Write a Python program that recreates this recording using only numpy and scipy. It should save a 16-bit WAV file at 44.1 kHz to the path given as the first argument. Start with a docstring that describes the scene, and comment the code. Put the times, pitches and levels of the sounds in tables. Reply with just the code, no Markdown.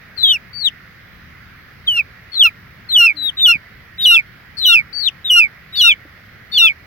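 """A loud chick peeps on weedy ground in front of a phone, each peep stepping down into a hold and a falling tail.
A second, thinner chick calls beside it; both are near sines with overtones, heard by two microphone ports.
Short noisy rasps edge the loud voice, and the ground scatters a little of the birds' sound back.
Two low knocks reach the phone as damped rings, and one faint low gliding tone coos far off.
A far drone with a band of hiss, built from random short-time spectra, fills the gaps."""
import sys
import numpy as np
from scipy import signal
from scipy.fft import rfft, irfft, next_fast_len
from scipy.io import wavfile
from scipy.ndimage import uniform_filter1d

SR = 44100
rng = np.random.default_rng(int(sys.argv[2]) if len(sys.argv) > 2 else 0)


def int16_out(signal):
    """Quantize to a 16-bit WAV file."""
    q = np.round(np.clip(np.atleast_2d(signal).T, -1, 1) * 32767)
    wavfile.write(sys.argv[1], SR, q.astype(np.int16))


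N = 302526  # samples
EDGE_HZ = 16400  # top of the band
PORT_PAD = 1024  # samples of silence ahead of a sound sent through the ports


def loud_chick():
    """The loud bird: stepped peeps with period doubling, then two sides of the syrinx beating."""
    # one row a peep: start, step lands, period doubling starts, sides of the syrinx part, end [t/s];
    # first, before step, after step, mid hold, end of hold [f/Hz];
    # lead-in, before step, step, mid hold, end of hold, tail [level/dB]; half pitch, quarter pitch [level/dB];
    # opening gap of the sides [f/Hz], overtone brightness [level/dB], extra lead of the left port [us]
    loud_peeps = [ (0.23, 0.264, 0.33, 0.359, 0.377, 3660, 3390, 3280, 3040, 2790, -7, -9, -10, -12.5, -17.5, -19, -19.5, -45, 15, -1, 60),
                  (1.857, 1.892, 1.962, 1.997, 2.022, 4150, 3260, 3070, 2850, 2710, -48, -12, -8.5, -19.5, -13, -10, -13, -19, 18, -4, 100),
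                  (2.317, 2.433, 2.448, 2.488, 2.497, 4440, 3270, 2924, 2720, 2540, -27, -3, -4.5, -6.5, -12, -24, -11.5, -24.5, 4, -3.5, 60),
                  (2.887, 2.97, 2.999, 3.072, 3.13, 4280, 3330, 2967, 2750, 2720, -21, -9, -4, -7, -8, -6, -14, -33, 107.5, -1, 55),
                  (3.368, 3.467, 3.478, 3.531, 3.575, 3865, 3460, 2940, 2790, 2750, -19, -6, -4.5, -7.5, -9, -11, -10.5, -21, 121, -1.5, 40),
                  (3.98, 4.062, 4.107, 4.172, 4.213, 3880, 3620, 2965, 2780, 2710, -22, -12.5, -4, -7, -9.5, -5, -14.5, -44, 141, 1, 0),
                  (4.567, 4.66, 4.683, 4.758, 4.82, 4450, 3560, 2990, 2780, 2735, -24, -17, -6.5, -10, -7, -4.5, -13, -30, 110, 0.5, 0),
                  (5.243, 5.308, 5.357, 5.406, 5.475, 3900, 3440, 2940, 2830, 2730, -19, -21, -5.5, -8.5, -6, -4.5, -12.5, -39, 102.5, 0.5, 0),
                  (5.724, 5.82, 5.837, 5.896, 5.945, 3900, 3330, 2900, 2805, 2700, -28, -10, -6.5, -9, -7.5, -5.5, -13, -42, 84, 1.5, 0),
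                  (6.52, 6.585, 6.613, 6.676, 6.728, 3690, 3400, 2890, 2715, 2640, -22.5, -11, -6.5, -9.5, -10, -9, -14.5, -56, 121, -0.5, 0),
                  ]
    # unsteady moments: start [t/s], length [s], phase wander scale [rad], flutter [f/Hz], flutter depth [0-1]
    loud_breaks = [(2.325, .04, .4, 90, .5), (2.385, .012, .3, 45, .9), (2.417, .012, .12, 60, .5),
                   (4.575, .03, .45, 150, .5), (6.56, .016, .1, 110, .15)]
    out = np.zeros((2, N))
    for start, step, double, part, *shape, half_db, quarter_db, gap_hz, bright_db, lead_us in loud_peeps:
        rows = loud_shape(start, step, part, *shape)
        voice = peep(rows, bright_db, .1, loud_breaks, double, part, half_db, quarter_db, gap_hz)
        add(out, start - PORT_PAD / SR, ports(voice, lead_us, .1))
    return out


def loud_shape(start, step, part, end, first_hz, edge_hz, low_hz, mid_hz, hold_hz,
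               lead_db, edge_db, step_db, mid_db, hold_db, tail_db):
    """Soft sagging lead-in, a step down into a loud hold, a turn and a falling tail: (s, Hz, dB) rows."""
    step_s, turn_s = .013, .012  # length of the step, of the turn into the tail
    turn_hz, end_hz, lead_curl = 120, 2160, 1.5  # drop in the turn, last pitch, bend of the lead-in
    onset_db, step_dip_db, tail_sag_db, tail_end_db = -11, -3.5, -3.5, -22
    edge, turn = step - step_s, part - turn_s
    part_hz = hold_hz - turn_hz
    u = np.linspace(0, 1, 5)  # stations of the lead-in
    lead_in_s = start + u * (edge - start)
    lead_in_hz = first_hz + (edge_hz - first_hz) * u ** lead_curl
    lead_in_db = np.interp(u, [0, .25, 1], [lead_db + onset_db, lead_db, edge_db])
    return [*zip(lead_in_s, lead_in_hz, lead_in_db),
            (step - step_s / 3, low_hz + (edge_hz - low_hz) / 4, step_db),
            (step, low_hz, step_db + step_dip_db),
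            (step + .6 * (turn - step), mid_hz, mid_db),
            (turn, hold_hz, hold_db),
            (part, part_hz, tail_db),
            (part + .55 * (end - part), part_hz + .6 * (end_hz - part_hz), tail_db + tail_sag_db),
            (end, end_hz, tail_db + tail_end_db)]


def peep(rows, bright_db, tilt_db, breaks, start=0, part_s=0, half_db=-99, quarter_db=-99, part_hz=0):
    """A near sine with overtones; period doubling adds half orders, the parting sides of the syrinx beat."""
    s, hz, db = np.transpose(rows)
    t = np.arange(s[0], s[-1], 1 / SR)
    hz = uniform_filter1d(np.interp(t, s, hz), size=130)
    db = uniform_filter1d(np.interp(t, s, db), size=130)
    jitter = 1 + .005 * fuzz(len(t), 170).real
    turn = 2 * np.pi * np.cumsum(hz * jitter) / SR  # phase of the fundamental, rad

    for at, length, wander, flutter_hz, depth in breaks:
        on = np.clip(np.minimum(t - at, at + length - t) / 0.0034, 0, 1)
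        turn = turn + wander * on * fuzz(len(t), 450).real
        flutter = np.sin(2 * np.pi * flutter_hz * (t - at))
        db = db + 20 * np.log10(1 - np.clip(depth, 0, .95) * on * flutter)

    since = np.maximum(t - part_s, 0) * (part_hz > 0)  # seconds since the sides parted
    apart = np.pi * part_hz * since * (1 + 3 * since)  # the gap widens as the breath runs out
    beat = np.cos(apart)
    voice = beat * np.sin(turn)

    smear = 1 + gain_of(-20.5) * fuzz(len(t), 1500)  # turbulence fills the space between overtones
    for k in range(2, 7):
        level_db = bright_db + 5.1 * fuzz(len(t), 41).real - tilt_db * max(k - 3, 0)
        level_db -= 300 * since * (k - 2)  # the high overtones die first once the sides part
        level_db -= 0.14 * (db + 9.5)  # swells lift the fundamental more than the overtones
        partial = (smear * np.exp(1j * k * turn)).real
        voice += gain_of(level_db) * overtone(k * hz) * beat ** k * partial

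    # period doubling fades in, and out again as the sides part
    gate = np.clip(np.minimum(t - start, part_s - .008 - t) / 0.018 + .5, 0, 1) ** 2
    gate = gate * gain_of(0.78 * fuzz(len(t), 63).real)  # the doubling is unsteady
    halves = np.sin(turn / 2) + gain_of(-6.5) * np.sin(3 * turn / 2)
    for k in range(5, 13, 2):
        halves += gain_of(bright_db) * overtone(k * hz / 2) ** 0.57 * np.sin(k * turn / 2)
    quarters = np.sin(5 * turn / 4)
    voice += gate * (gain_of(half_db) * halves + gain_of(quarter_db) * quarters)

    # air rushing past the folds: fuzz around the pitch and a thin wide hiss
    voice += gain_of(-33) * (fuzz(len(t), 1100) * np.exp(1j * turn)).real
    voice += gain_of(-48.5) * np.diff(rng.standard_normal(len(t) + 1))
    return np.sqrt(2) * gain_of(db) * voice * signal.windows.tukey(len(t), .04)


def overtone(hz):
    """Gain of an overtone: a low base plus the windpipe resonances."""
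    # resonances of the windpipe that lift the overtones: centre [f/Hz], width [Hz], peak [level/dB]
    windpipe = [(5600, 800, -20.5), (8670, 520, -27.5), (11525, 520, -26.5), (14700, 740, -22.5)]
    peaks = sum(gain_of(db) / (1 + (2 * (hz - f) / w) ** 2) for f, w, db in windpipe)
    return (gain_of(-42.5) + peaks) * (hz < EDGE_HZ)


def thin_chick():
    """The thinner bird: single-voiced peeps whose steep tilt keeps the high overtones weak."""
    # one row a peep: start, drop starts, drop lands, final fall starts, end [t/s];
    # top, after the drop, before the fall, end [f/Hz];
    # top, after the drop, before the fall, swell in the fall [level/dB]; extra lead of the left port [us]
    thin_peeps = [ (0.163, 0.173, 0.179, 0.3, 0.33, 4620, 4170, 3640, 3100, -42, -24, -13, -9, 65),
                  (0.53, 0.6, 0.622, 0.638, 0.696, 4590, 4360, 4000, 2540, -28.5, -21, -21.5, -10, 105),
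                  (3.152, 3.164, 3.172, 3.27, 3.307, 4500, 4067, 3780, 2720, -49, -27.5, -15.5, -15.5, 125),
                  (4.012, 4.047, 4.055, 4.135, 4.172, 4590, 3970, 3720, 2860, -34, -23.5, -20.5, -11, 35),
                  (4.608, 4.618, 4.625, 4.703, 4.749, 4160, 4050, 3730, 2930, -24, -21, -10, -14, 40),
                  (4.927, 5.01, 5.03, 5.054, 5.098, 4570, 4300, 3930, 2250, -21.5, -19.5, -20, -10, 45),
                  (5.753, 5.792, 5.826, 5.888, 5.936, 4520, 3780, 3660, 2680, -20.5, -15, -12, -11, 40),
                  (6.515, 6.568, 6.606, 6.658, 6.694, 4480, 3700, 3510, 2700, -24, -13, -8, -12, 45), ]
    # the voice turns chaotic and flutters: start [t/s], length [s], phase wander scale [rad],
    # flutter [f/Hz], flutter depth [0-1]
    thin_breaks = [(.18, .05, .3, 125, .3), (5.03, .033, .5, 210, .85), (5.796, .014, .8, 200, .3)]
    out = np.zeros((2, N))
    for *shape, lead_us in thin_peeps:
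        voice = peep(thin_shape(*shape), -2.6, 9.9, thin_breaks)
        add(out, shape[0] - PORT_PAD / SR, ports(voice, lead_us, 5.4))
    return out


def thin_shape(start, drop, land, fall, end, top_hz, shelf_hz, knee_hz, end_hz,
               top_db, shelf_db, knee_db, swell_db):
    """A quiet arched top, a drop to a slowly sagging shelf, a quick fall that swells and dies: (s, Hz, dB) rows."""
    scoop_hz, fall_curl = 90, 1.9  # rise into the top, bend of the fall
    onset_db, end_db, swell_sag_db = -10, -34, -2
    u = np.array([0, .27, .55, .8, 1])  # stations of the fall
    fall_s = fall + u * (end - fall)
    fall_hz = knee_hz + (end_hz - knee_hz) * u ** fall_curl
    fall_db = [knee_db, swell_db + swell_sag_db, swell_db, swell_db + 2 * swell_sag_db, swell_db + end_db]
    return [(start, top_hz - scoop_hz, top_db + onset_db),
            ((start + drop) / 2, top_hz, top_db),
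            (drop, top_hz - scoop_hz / 2, top_db + 1),
            (land, shelf_hz, shelf_db),
            *zip(fall_s, fall_hz, fall_db)]


def rasps():
    """Short bands of noise beside the loud voice: a carrier smeared by low-passed noise."""
    # one row a rasp: start [t/s], length [s], centre [f/Hz], [level/dB]
    bursts = [(2.901, 0.035, 3300, -33.5), (3.38, 0.043, 3000, -31.5), (3.987, 0.051, 3100, -31.5),
              (4.573, 0.032, 4600, -27.5), (4.61, .03, 3200, -36), (2.325, .04, 3500, -36),
              (5.255, .03, 3100, -35), (5.738, 0.05, 2950, -33.5), (6.535, .022, 2850, -33)]
    out = np.zeros((2, N))
    for s, length, hz, db in bursts:
        t = np.arange(0, length, 1 / SR)
        band = (fuzz(len(t), 420) * np.exp(2j * np.pi * hz * t)).real
        burst = gain_of(db) * band * np.hanning(len(t)) ** .5
        add(out, s - PORT_PAD / SR, ports(burst, 40, 1.5))
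    return out


def ports(x, lead_us, lean_db):
    """Two microphone ports hear a ground source with their own colour and delay; mean power of the two stays."""
    # left over right before the source's own lean: [f/Hz], [level/dB]
    port_db = [(1400, 2), (2250, -7.5), (2700, -1.6), (3900, 2.5), (4500, 15), (5500, 12), (6200, 6.5),
               (7800, 27.5), (16000, 14)]
    # phase by which the left leads before the source's extra lead: [f/Hz], [rad]
    port_lead = [(0, 0), (1400, 1.7), (2400, 4.5), (2900, 5.6), (3900, 8.5), (5940, 12.4), (16000, 21)]
    size = next_fast_len(len(x) + 4096)
    hz = np.fft.rfftfreq(size, 1 / SR)
    right = gain_of(-read(port_db, hz) - lean_db)
    lead = np.interp(hz, *np.transpose(port_lead)) + 2 * np.pi * hz * lead_us / 10 ** 6
    pair = np.array([np.ones(len(hz)), right * np.exp(-1j * lead)])
    pair = pair * np.sqrt(2 / (1 + right ** 2))
    return irfft(rfft(np.pad(x, PORT_PAD), size) * pair, size)


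def ground(x):
    """Sparse dying taps: stones and leaves scatter a little sound back."""
    t = np.arange(200, 12000)  # samples
    signs = rng.choice([-1., 1.], (2, len(t)))
    present = rng.random((2, len(t))) < .1
    taps = signs * present * gain_of(-60 * t / SR / .07)  # dies by 60 dB in 0.07 s
    taps = taps / np.linalg.norm(taps, axis=1, keepdims=True)
    taps = np.pad(taps, ((0, 0), (200, 0)))
    return signal.fftconvolve(x, taps, axes=1)[:, :N]


def knocks():
    """Low knocks reaching the phone: damped rings of two partials."""
    # one row a knock: start [t/s], [level/dB], lower partial [f/Hz], time to die by 60 dB [s]
    hits = [(3.551, -20, 160, 0.038), (6.05, -33.5, 307, 0.059)]
    out, t = np.zeros(N), np.arange(6000) / SR
    for s, db, hz, t60 in hits:
        ring = np.sin(2 * np.pi * hz * t) + .5 * np.sin(2 * np.pi * 1.83 * hz * t)
        attack = np.minimum(t / 0.0056, 1)
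        add(out, s, gain_of(db - 60 * t / t60) * ring * attack)
    return out


def coos():
    """A faint far coo: a soft glide of a fundamental and its octave."""
    # one row a coo: start [t/s], length [s], first [f/Hz], last [f/Hz], [level/dB]
    glides = [(3.126, 0.157, 313, 259, -45.5)]
    out = np.zeros(N)
    for s, length, first_hz, last_hz, db in glides:
        turn = 2 * np.pi * np.cumsum(np.linspace(first_hz, last_hz, round(length * SR))) / SR
        tone = np.sin(turn) + gain_of(-13) * np.sin(2 * turn)
        add(out, s, gain_of(db) * tone * signal.windows.tukey(len(turn), .4))
    return out


def drone():
    """The far drone and hiss: random short-time spectra with drifting patches, partly alike at both ports."""
    # relative spectrum: [f/Hz], density [level/dB]
    spectrum = [(21, -47), (35, -27), (76, 2), (170, -4.5), (319, -15.5), (940, -20), (1350, -10.5),
                (1980, -7), (2700, -20), (5000, -26), (8600, -49.5), (12000, -35), (16300, -30.5)]
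    # likeness of the two ports: [f/Hz], correlation [-1 to 1]
    likeness = [(60, .93), (300, 0.75), (900, 0.3), (2000, 0.49), (4000, -0.099)]
    # left over right: [f/Hz], [level/dB]
    balance = [(60, 0.5), (800, 3.5), (2400, -8.5), (4400, 4.5)]
    frames, hz = N // 256 + 5, np.fft.rfftfreq(1024, 1 / SR)
    a, b, c, d, patches = rng.standard_normal((frames, 513, 5)).T
    patches = uniform_filter1d(patches, size=10, axis=0)  # across frequency
    patches = evened(uniform_filter1d(patches, size=20, axis=1))  # across time
    same = np.clip(read(likeness, hz), -1, 1)[:, None]
    left = a + 1j * b
    right = same * left + np.sqrt(1 - same ** 2) * (c + 1j * d)
    lean_db = np.array([.5, -.5])[:, None, None] * read(balance, hz)[:, None]
    z = np.array([left, right]) * gain_of(read(spectrum, hz)[:, None] + lean_db + 1.2 * patches)
    x = signal.istft(z, nperseg=1024, noverlap=768)[1][:, :N]
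    return gain_of(-43.5) * x / np.sqrt(np.mean(x.mean(0) ** 2))  # rms of the two ports' mean: -43.5 dB


def fuzz(size, width_hz):
    """Complex low-passed noise of rms 1: on a carrier it smears the line to about that width."""
    z = rng.standard_normal((size, 2)) @ [1, 1j]
    r = np.exp(-np.pi * width_hz / SR)
    z = signal.lfilter([1], [1, -2 * r, r ** 2], z)
    return z / np.sqrt(np.mean(abs(z) ** 2))


def gain_of(db):
    """Decibels to a factor."""
    return 10 ** (np.asarray(db) / 20)


def evened(x):
    """Scales to rms 1."""
    return x / np.sqrt(np.mean(x ** 2) + 1e-20)


def read(points, hz):
    """Reads a spectrum on a log-frequency axis."""
    f, value = np.transpose(points)
    return np.interp(np.log(hz + 1), np.log(f + 1), value)


def add(mix, s, sound):
    """Mixes a sound in at a time in seconds."""
    part = mix[..., round(s * SR):][..., :sound.shape[-1]]
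    part += sound[..., :part.shape[-1]]


def scene():
    """All sources at the two ports, near birds to far drone."""
    birds = loud_chick() + thin_chick() + rasps()
    return birds + gain_of(-21) * ground(birds) + knocks() + coos() + drone()


def record(dry):
    """The microphone signal clips at full scale; then a low-pass limits the band."""
    clipped = np.clip(dry, -1, 1)
    low_pass = signal.firwin(511, EDGE_HZ, window=("kaiser", 9), fs=SR)
    return signal.oaconvolve(clipped, low_pass[None], "same")


dry = scene()
out = record(dry)
int16_out(out)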